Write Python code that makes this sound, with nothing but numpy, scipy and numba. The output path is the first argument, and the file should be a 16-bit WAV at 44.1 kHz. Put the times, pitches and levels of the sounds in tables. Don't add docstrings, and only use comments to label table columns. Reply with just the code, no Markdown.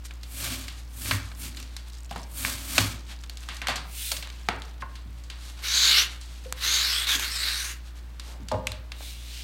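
import sys
import numpy as np
from scipy import signal
from scipy.fft import rfft, irfft
from scipy.io import wavfile
from scipy.ndimage import uniform_filter1d, map_coordinates
from numba import njit

SR = 44100
rng = np.random.default_rng(int(sys.argv[2]) if len(sys.argv) > 2 else 0)


def persist_wave(psi):
    counts = np.round(np.clip(psi, -1, 1) * 32767).astype(np.int16)
    wavfile.write(sys.argv[1], SR, np.atleast_2d(counts).T)


N = 415863
TIME = np.arange(N) / SR
TOP_HZ = 16000
HISS_SHAPE = 1.96

# (frequency [Hz], rms level [dB])
HUM_PARTIALS = [(58.8, -39), (117.6, -60.5), (294, -65.5), (352.8, -72.5)]
# (frequency [Hz], t60 [s])
ROOM_DECAY = [(120, 0.89), (500, 0.64), (1500, 0.45), (4000, 0.33), (8000, 0.28), (15000, .12)]
# (frequency [Hz], gain [dB])
AIR_EQ = [(60, 9.5), (110, 1), (180, 4), (280, -5), (420, -7), (800, -7.5), (1500, -9), (4200, -16),
          (7000, -25), (16000, -25)]
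WOOD_EQ = [(150, 19), (400, 2.5), (800, 4.5), (1200, 4), (2300, 0.5), (3000, 1), (4300, 2), (5200, -2),
           (9000, -2), (12000, -2), (16000, -15)]
SLIDE_EQ = [(600, -48), (1400, -8), (2400, 3), (3900, 4.5), (7600, -1.5), (9000, -0.5), (12000, -6),
            (16000, -9)]
RASP_EQ = [(150, -31), (350.0, -12), (550.0, -19), (800.0, -18), (1100.0, -6), (1600.0, -1.4),
           (2200.0, -0.8), (3200.0, -4.5), (4600.0, -5.0), (6200.0, -9.0), (7600.0, -11), (9200.0, -10.5),
           (12000.0, -10), (16000.0, -20)]
TEAR_EQ = [(200, -2), (300, 0), (420, -14), (570, -0.5), (780, -6.5), (1270, -5), (1880, -4), (2350, -3),
           (3000, -1), (4400, -1), (5000, -2), (8800, -3.5), (11800, -6.5), (16000, -13.5)]
# (frequency [Hz], width [Hz], gain [dB])
WOOD_RESONANCES = [(580, 50, 5), (1250, 280, 7), (1600, 200, 1), (2330, 280, 10), (3350, 300, 1),
                   (4400, 350, 4.5)]
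# (frequency [Hz], half-width per filter [Hz], gain [dB])
CLAMP_RESONANCES = [(98.3, 12.1, 9), (124, 11, -5.5), (174, 27, -10), (230, 103, -8.5), (264, 20, -2.5)]
# (base frequency [Hz], gain [dB], base t60 [s])
HOLLOW_MODES = [(404, -20, .2), (522, -3, .19), (619, 1, .2), (790, -12, .14), (856, -3, .16),
                (950, -8, .13), (1080, -11, .14), (1211, -6, .15), (1500, -15, .1)]
# (middle [s], length [s], level [dB], centre [Hz])
BRUSH_STROKES = [(0.058, 0.05, -45, 6500), (0.774, 0.18, -50, 5000), (1.264, 0.22, -54, 4850),
                 (1.764, 0.59, -57.5, 3700), (3.111, 0.11, -43, 2870), (3.564, 0.22, -49, 4200),
                 (4.4, 0.32, -54.5, 2800), (4.815, 0.036, -47.5, 3000), (5.156, 0.25, -62, 4300),
                 (5.459, 0.25, -46, 4400), (5.583, 0.093, -47, 3000), (6.124, 0.17, -45.5, 3500),
                 (6.37, 0.49, -53.5, 4030), (7.88, 0.12, -54, 3900), (7.98, 0.07, -55, 3900),
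                 (8.29, 0.21, -52, 4500), (8.338, 0.39, -53, 680)]
# (start [s], end [s], peak ceiling [dB])
CRACKLE_PATCHES = [(0, 0.298, -41), (0.694, 0.951, -42), (1.208, 1.696, -36), (1.879, 2.245, -31),
                   (2.953, 3.596, -37), (4.252, 4.803, -38), (4.905, 5.599, -48), (6.202, 6.458, -36),
                   (7.8, 8.049, -44), (8.191, 8.603, -43)]
# (fastest moment [s], level [dB], rise [s], fall [s],
# top octave gain [dB], resonance [Hz], its climb over one rise [octaves])
FINGER_SLIDES = [(4.069, -38, 0.2, 0.18, 3, 3720, .8), (9.07, -44.5, 0.15, 0.12, -3.5, 3920, .05),
                 (9.26, -49.5, 0.22, 0.45, -6, 3780, 0.65), (9.39, -47.5, 0.14, 0.13, -10, 3000, .05)]
# (time [s], peak [dB], centre [Hz])
SEAT_THUDS = [(1.111, -25.5, 99), (2.779, -24.5, 255), (2.783, -24.5, 104), (5.058, -39, 123),
              (7.15, -37, 330), (8.4, -38, 158), (8.53, -27, 114), (8.666, -32, 99)]
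# (time [s], peak [dB], centre [Hz], ring time [x base],
# travel along the strip at 1 kHz [s], pitch set by the free length [x base], width [x centre])
END_KNOCKS = [(2.11, -26, 820, 0.3, 0.00096, 1.3, 1.1), (2.161, -25.5, 800, 0.2, 0.00052, 1.53, 1.6),
              (3.685, -21.5, 775, 0.64, 0.0017, 1.2, 1), (4.121, -29.5, 700, 0.37, 0.0011, 1.03, 1.6),
              (4.488, -16, 567, 0.094, 0.0011, 1.1, 1.6), (4.816, -24.5, 1094, 0.46, 0.0096, 1.72, 1.35),
              (6.454, -37, 510, .7, 0.00074, .826, 0.2), (8.514, -18, 660, 1.23, 0.002, 1, 1.8),
              (8.541, -21, 560, 0.7, .002, 0.98, 1.5), (9.006, -35.5, 686, 0.082, 0.0013, 0.97, 1.6)]
# (time [s], peak [dB], centre [Hz], 30 dB decay [s], room send [dB])
STRIP_TICKS = [(0.053, -32, 6450, 0.022, -4), (.108, -31.5, 2340, 0.018, -9),
               (0.2316, -29.5, 4600, 0.026, -3), (0.681, -25.5, 3500, 0.015, -2),
               (1.058, -24.5, 2320, 0.011, -2), (1.316, -32, 1700, 0.017, -7),
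               (1.547, -34, 3660, 0.0084, -10), (1.569, -28.5, 3700, 0.023, -5),
               (1.6, -31, 6300, 0.0065, -10), (1.627, -28, 5030, .008, -2), (1.765, -22.5, 5030, 0.013, -5),
               (1.941, -38, 5330, 0.011, 8), (3.236, -32, 3310, 0.022, -24), (3.296, -23, 4700, 0.007, -6),
               (3.371, -28, 5060, 0.011, -4), (3.487, -20.5, 2720, 0.012, 4),
               (3.567, -27, 4500, 0.014, -15), (3.616, -19.5, 2040, 0.016, 1.5),
               (3.757, -21, 4460, 0.037, 1), (4.166, -21.5, 5200, 0.025, -1),
               (4.225, -25, 3350, 0.015, 1.5), (4.272, -28, 3600, .006, -5),
               (4.3005, -28.5, 3670, 0.0081, -10), (4.6196, -21, 3440, 0.0042, -3),
               (4.954, -34.5, 4000, .02, 2), (5.237, -36, 6300, 0.0091, 5), (5.3, -25.5, 3700, 0.011, 1.5),
               (6.212, -31, 5900, 0.011, 7), (7.069, -20, 3400, 0.033, -14),
               (7.151, -16, 4500, 0.0086, -12), (8.1963, -24.5, 3620, 0.014, -4),
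               (8.485, -25, 5130, 0.0069, 0), (8.517, -25, 4500, .008, -3), (8.6693, -16, 7000, 0.0061, -3),
               (8.718, -21.5, 3330, 0.0052, -3.5), (8.9184, -24, 2830, 0.01, -5)]
# (time [s], peak [dB], centre [Hz], 30 dB decay [s], width [x centre], rise [s], room send [dB])
STRIP_SLAPS = [(1.111, -11.5, 1950, 0.017, 0.55, 0.0011, -6), (2.111, -25.5, 1310, .008, 8.3, 0.00063, 1),
               (2.16, -28, 1690, 0.027, 4.7, 0.0023, 1), (2.45, -9.5, 1930, 0.007, 0.73, 0.0022, -8.5),
               (2.781, -0.5, 2800, 0.02, 2, 0.00097, -9), (3.671, -12, 3190, 0.0078, 0.75, 0.00029, -1.5),
               (3.684, -15, 2050, 0.01, 2.2, 0.00037, -5), (3.691, -18.5, 2020, 0.083, 1.6, 0.0009, 0),
               (4.118, -9, 6840, 0.018, 1.6, 0.00407, -5.5), (4.487, -9, 1840, 0.0083, 0.94, .0002, -5),
               (6.5255, -7.5, 5000, 0.0006, 4.3, 0.00029, -12), (7.196, -11, 5000, 0.004, 3.8, 0.00029, -6),
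               (8.6705, -12.5, 2630, 0.0087, 0.33, 0.00042, -12)]
# (time [s], level before grip, ringing and trim [dB])
BLADE_DRAWS = [
    [(5.615, -49), (5.644, -33.5), (5.778, -29), (5.993, -24.5), (6.022, -28), (6.076, -44.5)],
    [(6.559, -52), (6.639, -30.5), (6.71, -28.5), (7.036, -32.5), (7.063, -40), (7.072, -31),
     (7.092, -25.5), (7.155, -25), (7.18, -35), (7.21, -30), (7.302, -36.5), (7.42, -35), (7.455, -31.5),
     (7.717, -39), (7.8, -62)],
]
# (start [s], end [s], from [Hz], to [Hz], gain over the rasp [dB], width [x centre])
BLADE_GLIDES = [(5.603, 6.078, 3910, 4100.0, 16.5, 0.37), (5.62, 5.953, 5850.0, 7100, 16, 0.25),
                (5.916, 6.083, 4600.0, 7100, 13, 0.2), (5.887, 6.158, 3100, 3060, 11.5, 0.43),
                (6.515, 7.045, 3720, 4560, 13, 0.41), (6.605, 6.87, 6160, 7100, 15.5, 0.17),
                (6.811, 7.016, 5330.0, 5240, 13, 0.14), (6.872, 7.102, 3130.0, 3600, 12.5, 0.23),
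                (7.017, 7.173, 4040, 3370, 13.5, 0.24), (6.909, 7.063, 8100, 8540.0, 12.5, 0.15),
                (7.042, 7.308, 5970.0, 7200, 8.5, 0.21), (7.197, 7.357, 3150, 5400, 9.5, 0.25),
                (7.293, 7.415, 5310.0, 5200, 14, 0.14), (7.286, 7.457, 8190.0, 8000, 13.5, 0.21),
                (7.274, 7.695, 4170, 4100, 13.5, 0.3), (7.471, 7.809, 5110.0, 7520.0, 11, 0.25),
                (7.322, 7.774, 2100, 1430, 4.4, 0.25), (7.441, 7.777, 8300, 10170.0, 8.6, 0.32)]
# (fastest moment [s], level [dB], rise [s], fall [s], top octave gain [dB], drumming level [dB])
SPLIT_PULLS = [(.46, -33.5, 0.17, 0.29, -3.5, -38.5), (1.117, -33, 0.17, 0.11, -3, -34),
               (1.454, -39.5, 0.094, 0.082, -2, -40.5), (1.6, -47, 0.076, 0.11, -11, -45.5),
               (2.472, -32.5, 0.15, 0.2, -1.5, -40.5), (2.799, -30, 0.18, 0.19, -5, -35.5)]


def undb(db):
    return 10 ** (np.asarray(db) / 20)


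def unit(x):
    return x / np.sqrt(np.mean(x ** 2))


def peak(x, db):
    return x * undb(db) / np.abs(x).max()


def add(out, s, x):
    i = int(s * SR)
    out[i:i + len(x)] += x[:N - i]


def on_log(hz, points):
    freqs, values = np.transpose(points)
    return np.interp(np.log(np.maximum(hz, 1)), np.log(freqs), values)


def eq(x, points, size=2048):
    hz = np.arange(size // 2 + 1) * SR / size
    gain = undb(on_log(hz, points)) * np.minimum((hz + 1) / points[0][0], 1) ** 2
    cepstrum = irfft(np.log(gain))
    cepstrum[1:size // 2] *= 2
    cepstrum[size // 2 + 1:] = 0
    return signal.fftconvolve(x, irfft(np.exp(rfft(cepstrum))))[:len(x)]


@njit
def svf(x, hz, width):
    y, band_state, low_state = np.empty(len(x)), 0., 0.
    for i in range(len(x)):
        g, damping = np.tan(np.pi * hz[i] / SR), width[i] / hz[i]
        passed = (band_state + g * (x[i] + 1e-18 - low_state)) / (1 + g * (g + damping))
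        band_state = 2 * passed - band_state
        low_state += 2 * g * passed
        y[i] = damping * passed
    return y


def band(x, hz, width):
    return svf(x, np.minimum(hz, TOP_HZ) * np.ones(len(x)), width * np.ones(len(x)))


def steep_band(x, hz, width):
    return band(band(x, hz, width), hz, width)


def split_top(x):
    top = signal.sosfiltfilt(signal.butter(4, 8000, "high", fs=SR, output="sos"), x)
    return unit(x - top), unit(top)


def wander(rate):
    hold = max(int(SR / rate), 1)
    steps = np.repeat(rng.standard_normal(N // hold + 1), hold)
    return unit(uniform_filter1d(steps, hold)[:N])


def grains(rate, spread_db):
    hit = rng.random(N) < rate / SR
    size = undb(spread_db * np.minimum(rng.exponential(size=N), 5))
    return unit(hit * size * rng.choice([-1, 1], N))


def swell(s, db, rise_s, fall_s, tilt_db=0, shape=1.34, drop_db=22.5):
    progress = np.clip((TIME - s) / np.where(TIME < s, rise_s, fall_s), -4, 4)
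    return undb(db - drop_db * np.abs(progress) ** shape - tilt_db * progress)


def room_tone():
    hum = 0
    for hz, db in HUM_PARTIALS:
        amplitude = np.sqrt(2) * undb(db + 0.12 * wander(2.07))
        hum += amplitude * np.sin(2 * np.pi * (hz * TIME + rng.random()))
    air = unit(eq(rng.standard_normal(N), AIR_EQ))
    return hum + undb(-54.5 + 0.042 * wander(2.3)) * air


def reverb(send, size=24000):
    t, tail = np.arange(size) / SR, 0
    for hz in np.geomspace(125, 16000, 8):
        decay = undb(-60 * t / on_log(hz, ROOM_DECAY) - 4 * hz / 8000)
        tail += steep_band(rng.standard_normal(size), hz, hz) * decay
    tail *= 1 - np.exp(-t / 0.0026)
    mid_gain = np.sqrt(np.mean(np.abs(rfft(tail)[size // 50:size // 10]) ** 2))
    return signal.fftconvolve(send, tail / mid_gain)[:N]


def rustling():
    pressure = undb(2.2 * wander(45))
    touch = grains(rate=5500, spread_db=2) * pressure + undb(-20) * grains(rate=300, spread_db=1)
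    touch, out = eq(touch, WOOD_EQ), np.zeros(N)
    for s, length_s, db, hz in BRUSH_STROKES:
        contact = np.hanning(int(length_s * SR))
        start = s - length_s / 2
        stroke = touch[int(start * SR):][:len(contact)]
        add(out, start, unit(band(stroke, hz, 1.6 * hz)) * contact * undb(db))
    fidget = undb(-67 + 5 * wander(8)) * unit(band(touch, hz=3250, width=7600))
    return out + fidget


def crackling(per_s=150, spread_db=16, decay_s=0.0025, low_hz=2800, high_hz=8600):
    out, t = np.zeros(N), np.arange(512) / SR
    for start, end, db in CRACKLE_PATCHES:
        for when, softness, pitch in rng.random((int(per_s * (end - start)), 3)):
            hz = low_hz * (high_hz / low_hz) ** pitch
            ping = band(rng.standard_normal(len(t)) * np.exp(-t / decay_s), hz, 0.35 * hz)
            add(out, start + when * (end - start), peak(ping, db - spread_db * np.sqrt(softness)))
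    return out


def sliding(ring_gain=0.63):
    hiss, out = eq(grains(rate=14000, spread_db=3), SLIDE_EQ), 0
    for s, db, rise_s, fall_s, top_db, centre_hz, octaves in FINGER_SLIDES:
        hz = centre_hz * 2 ** (octaves * np.clip((TIME - s) / rise_s, -1, 1))
        body, top = split_top(hiss + ring_gain * steep_band(hiss, hz, 0.35 * hz))
        out += (body + undb(top_db) * top) * swell(s, db, rise_s, fall_s, shape=HISS_SHAPE)
    return out


def clamp(push):
    return sum(undb(db) * steep_band(push, hz, 2 * half) for hz, half, db in CLAMP_RESONANCES)


def wood(push):
    return sum(undb(db) * band(push, hz, width) for hz, width, db in WOOD_RESONANCES)


def thud(db, hz, decay_s=0.063, size=16384):
    push = rng.standard_normal(size) * np.exp(-np.arange(size) / SR / decay_s)
    return peak(steep_band(clamp(push) + 0.33 * push, hz, hz), db)


def disperse(x, lag_s):
    hz = np.maximum(np.arange(len(x) // 2 + 1) * SR / len(x), 1)
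    return irfft(rfft(x) * np.exp(-4j * np.pi * lag_s * np.sqrt(1000 * hz)))


def knock(db, hz, ring, travel_s, pitch, width, size=16384):
    t, modes = np.arange(size) / SR, 0
    for mode_hz, mode_db, t60 in HOLLOW_MODES:
        decay = undb(mode_db - 60 * t / (t60 * ring))
        modes += decay * np.sin(2 * np.pi * (pitch * mode_hz * t + rng.random()))
    rattle = 2.4 * rng.standard_normal(size) * np.exp(-t / 0.014)
    rattle[0] += 45
    hollow = steep_band(modes + rattle / (1 + 0.5 * ring), hz, width * hz)
    return peak(disperse(hollow, travel_s), db)


def crack(db, hz, decay_s, width, woody, rise_s=0.0009175, size=4096):
    t = np.arange(size) / SR - rise_s
    release = 1. * (np.arange(size) == int(rise_s * SR))
    chatter = rng.standard_normal(size) * undb(np.where(t < 0, 20 * t / rise_s, -30 * t / decay_s))
    pushes = eq(chatter + 3.21 * release, WOOD_EQ), eq(release, WOOD_EQ)
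    direct, spread = (band(push + woody * wood(push), hz, width * hz) for push in pushes)
    direct = peak(direct, db)
    return direct, unit(spread) * direct.std()


def impacts():
    close, send = np.zeros((2, N))
    for s, db, hz, decay_s, send_db in STRIP_TICKS:
        direct, spread = crack(db, hz, decay_s, width=1, woody=0.13)
        add(close, s, direct)
        add(send, s, spread * undb(send_db))
    for s, db, hz, decay_s, width, rise_s, send_db in STRIP_SLAPS:
        direct, spread = crack(db, hz, decay_s, width, woody=0.28, rise_s=rise_s)
        add(close, s - rise_s, direct)
        add(send, s, spread * undb(send_db))
    for s, db, hz, ring, travel_s, pitch, width in END_KNOCKS:
        hollow = knock(db, hz, ring, travel_s, pitch, width)
        add(close, s, hollow + thud(db - 16.5, hz=150))
        add(send, s, hollow * undb(-8))
    for s, db, hz in SEAT_THUDS:
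        add(close, s, thud(db, hz))
    return close, send


def draw_envelope():
    times, db = np.vstack(BLADE_DRAWS).T
    gate = sum((TIME >= draw[0][0]) & (TIME <= draw[-1][0]) for draw in BLADE_DRAWS)
    return undb(np.interp(TIME, times, db)) * uniform_filter1d(np.minimum(gate, 1.), size=500)


def scraping(echo_s=0.001346, trim_db=-0.15):
    grip = unit(undb(wander(220) + 0.6 * wander(40)))
    rasp = unit(eq(grains(rate=14000, spread_db=0.5), RASP_EQ))
    wobble = 1 + 0.02 * wander(25)
    blade = rasp * grip
    for start, end, from_hz, to_hz, db, width in BLADE_GLIDES:
        span = slice(int(start * SR), int(end * SR))
        progress = np.linspace(0, 1, len(grip[span]))
        hz = from_hz * (to_hz / from_hz) ** progress * wobble[span]
        slips = np.roll(rasp, rng.integers(N))[span] * grip[span]
        ring = band(band(slips, hz, 0.84 * width * hz), hz, width * hz)
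        add(blade, start, undb(db) * np.sin(np.pi * progress) * ring)
    lag = SR * echo_s * (1 + 0.1 * wander(9))
    echo = map_coordinates(blade, [np.arange(N) - lag], order=3)
    return undb(trim_db) * (blade + 0.2 * echo) * draw_envelope()


def tearing():
    bunching = undb(1.1 * wander(120) + 0.6 * wander(35))
    fibres = grains(rate=8000, spread_db=2) * bunching
    rip = eq(fibres, TEAR_EQ)
    body, top = split_top(rip + 0.22 * wood(rip))
    drum, out = unit(clamp(fibres)), 0
    for s, db, rise_s, fall_s, top_db, drum_db in SPLIT_PULLS:
        out += body * swell(s, db, rise_s, fall_s)
        out += top * swell(s, db + top_db, rise_s, fall_s, tilt_db=7.5, shape=HISS_SHAPE)
        out += drum * swell(s, drum_db, rise_s, fall_s)
    return out


def scene():
    hits, hit_send = impacts()
    friction = tearing() + scraping() + sliding() + rustling() + crackling()
    reflections = reverb(hit_send + undb(-9.5) * friction)
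    return (hits + friction + reflections + room_tone())[None]


def record(dry):
    notched = dry - 0.64 * band(dry[0], hz=10410, width=1070)
    return signal.sosfilt(signal.ellip(10, 0.2, 80, TOP_HZ, fs=SR, output="sos"), notched)


dry = scene()
out = record(dry)
persist_wave(out)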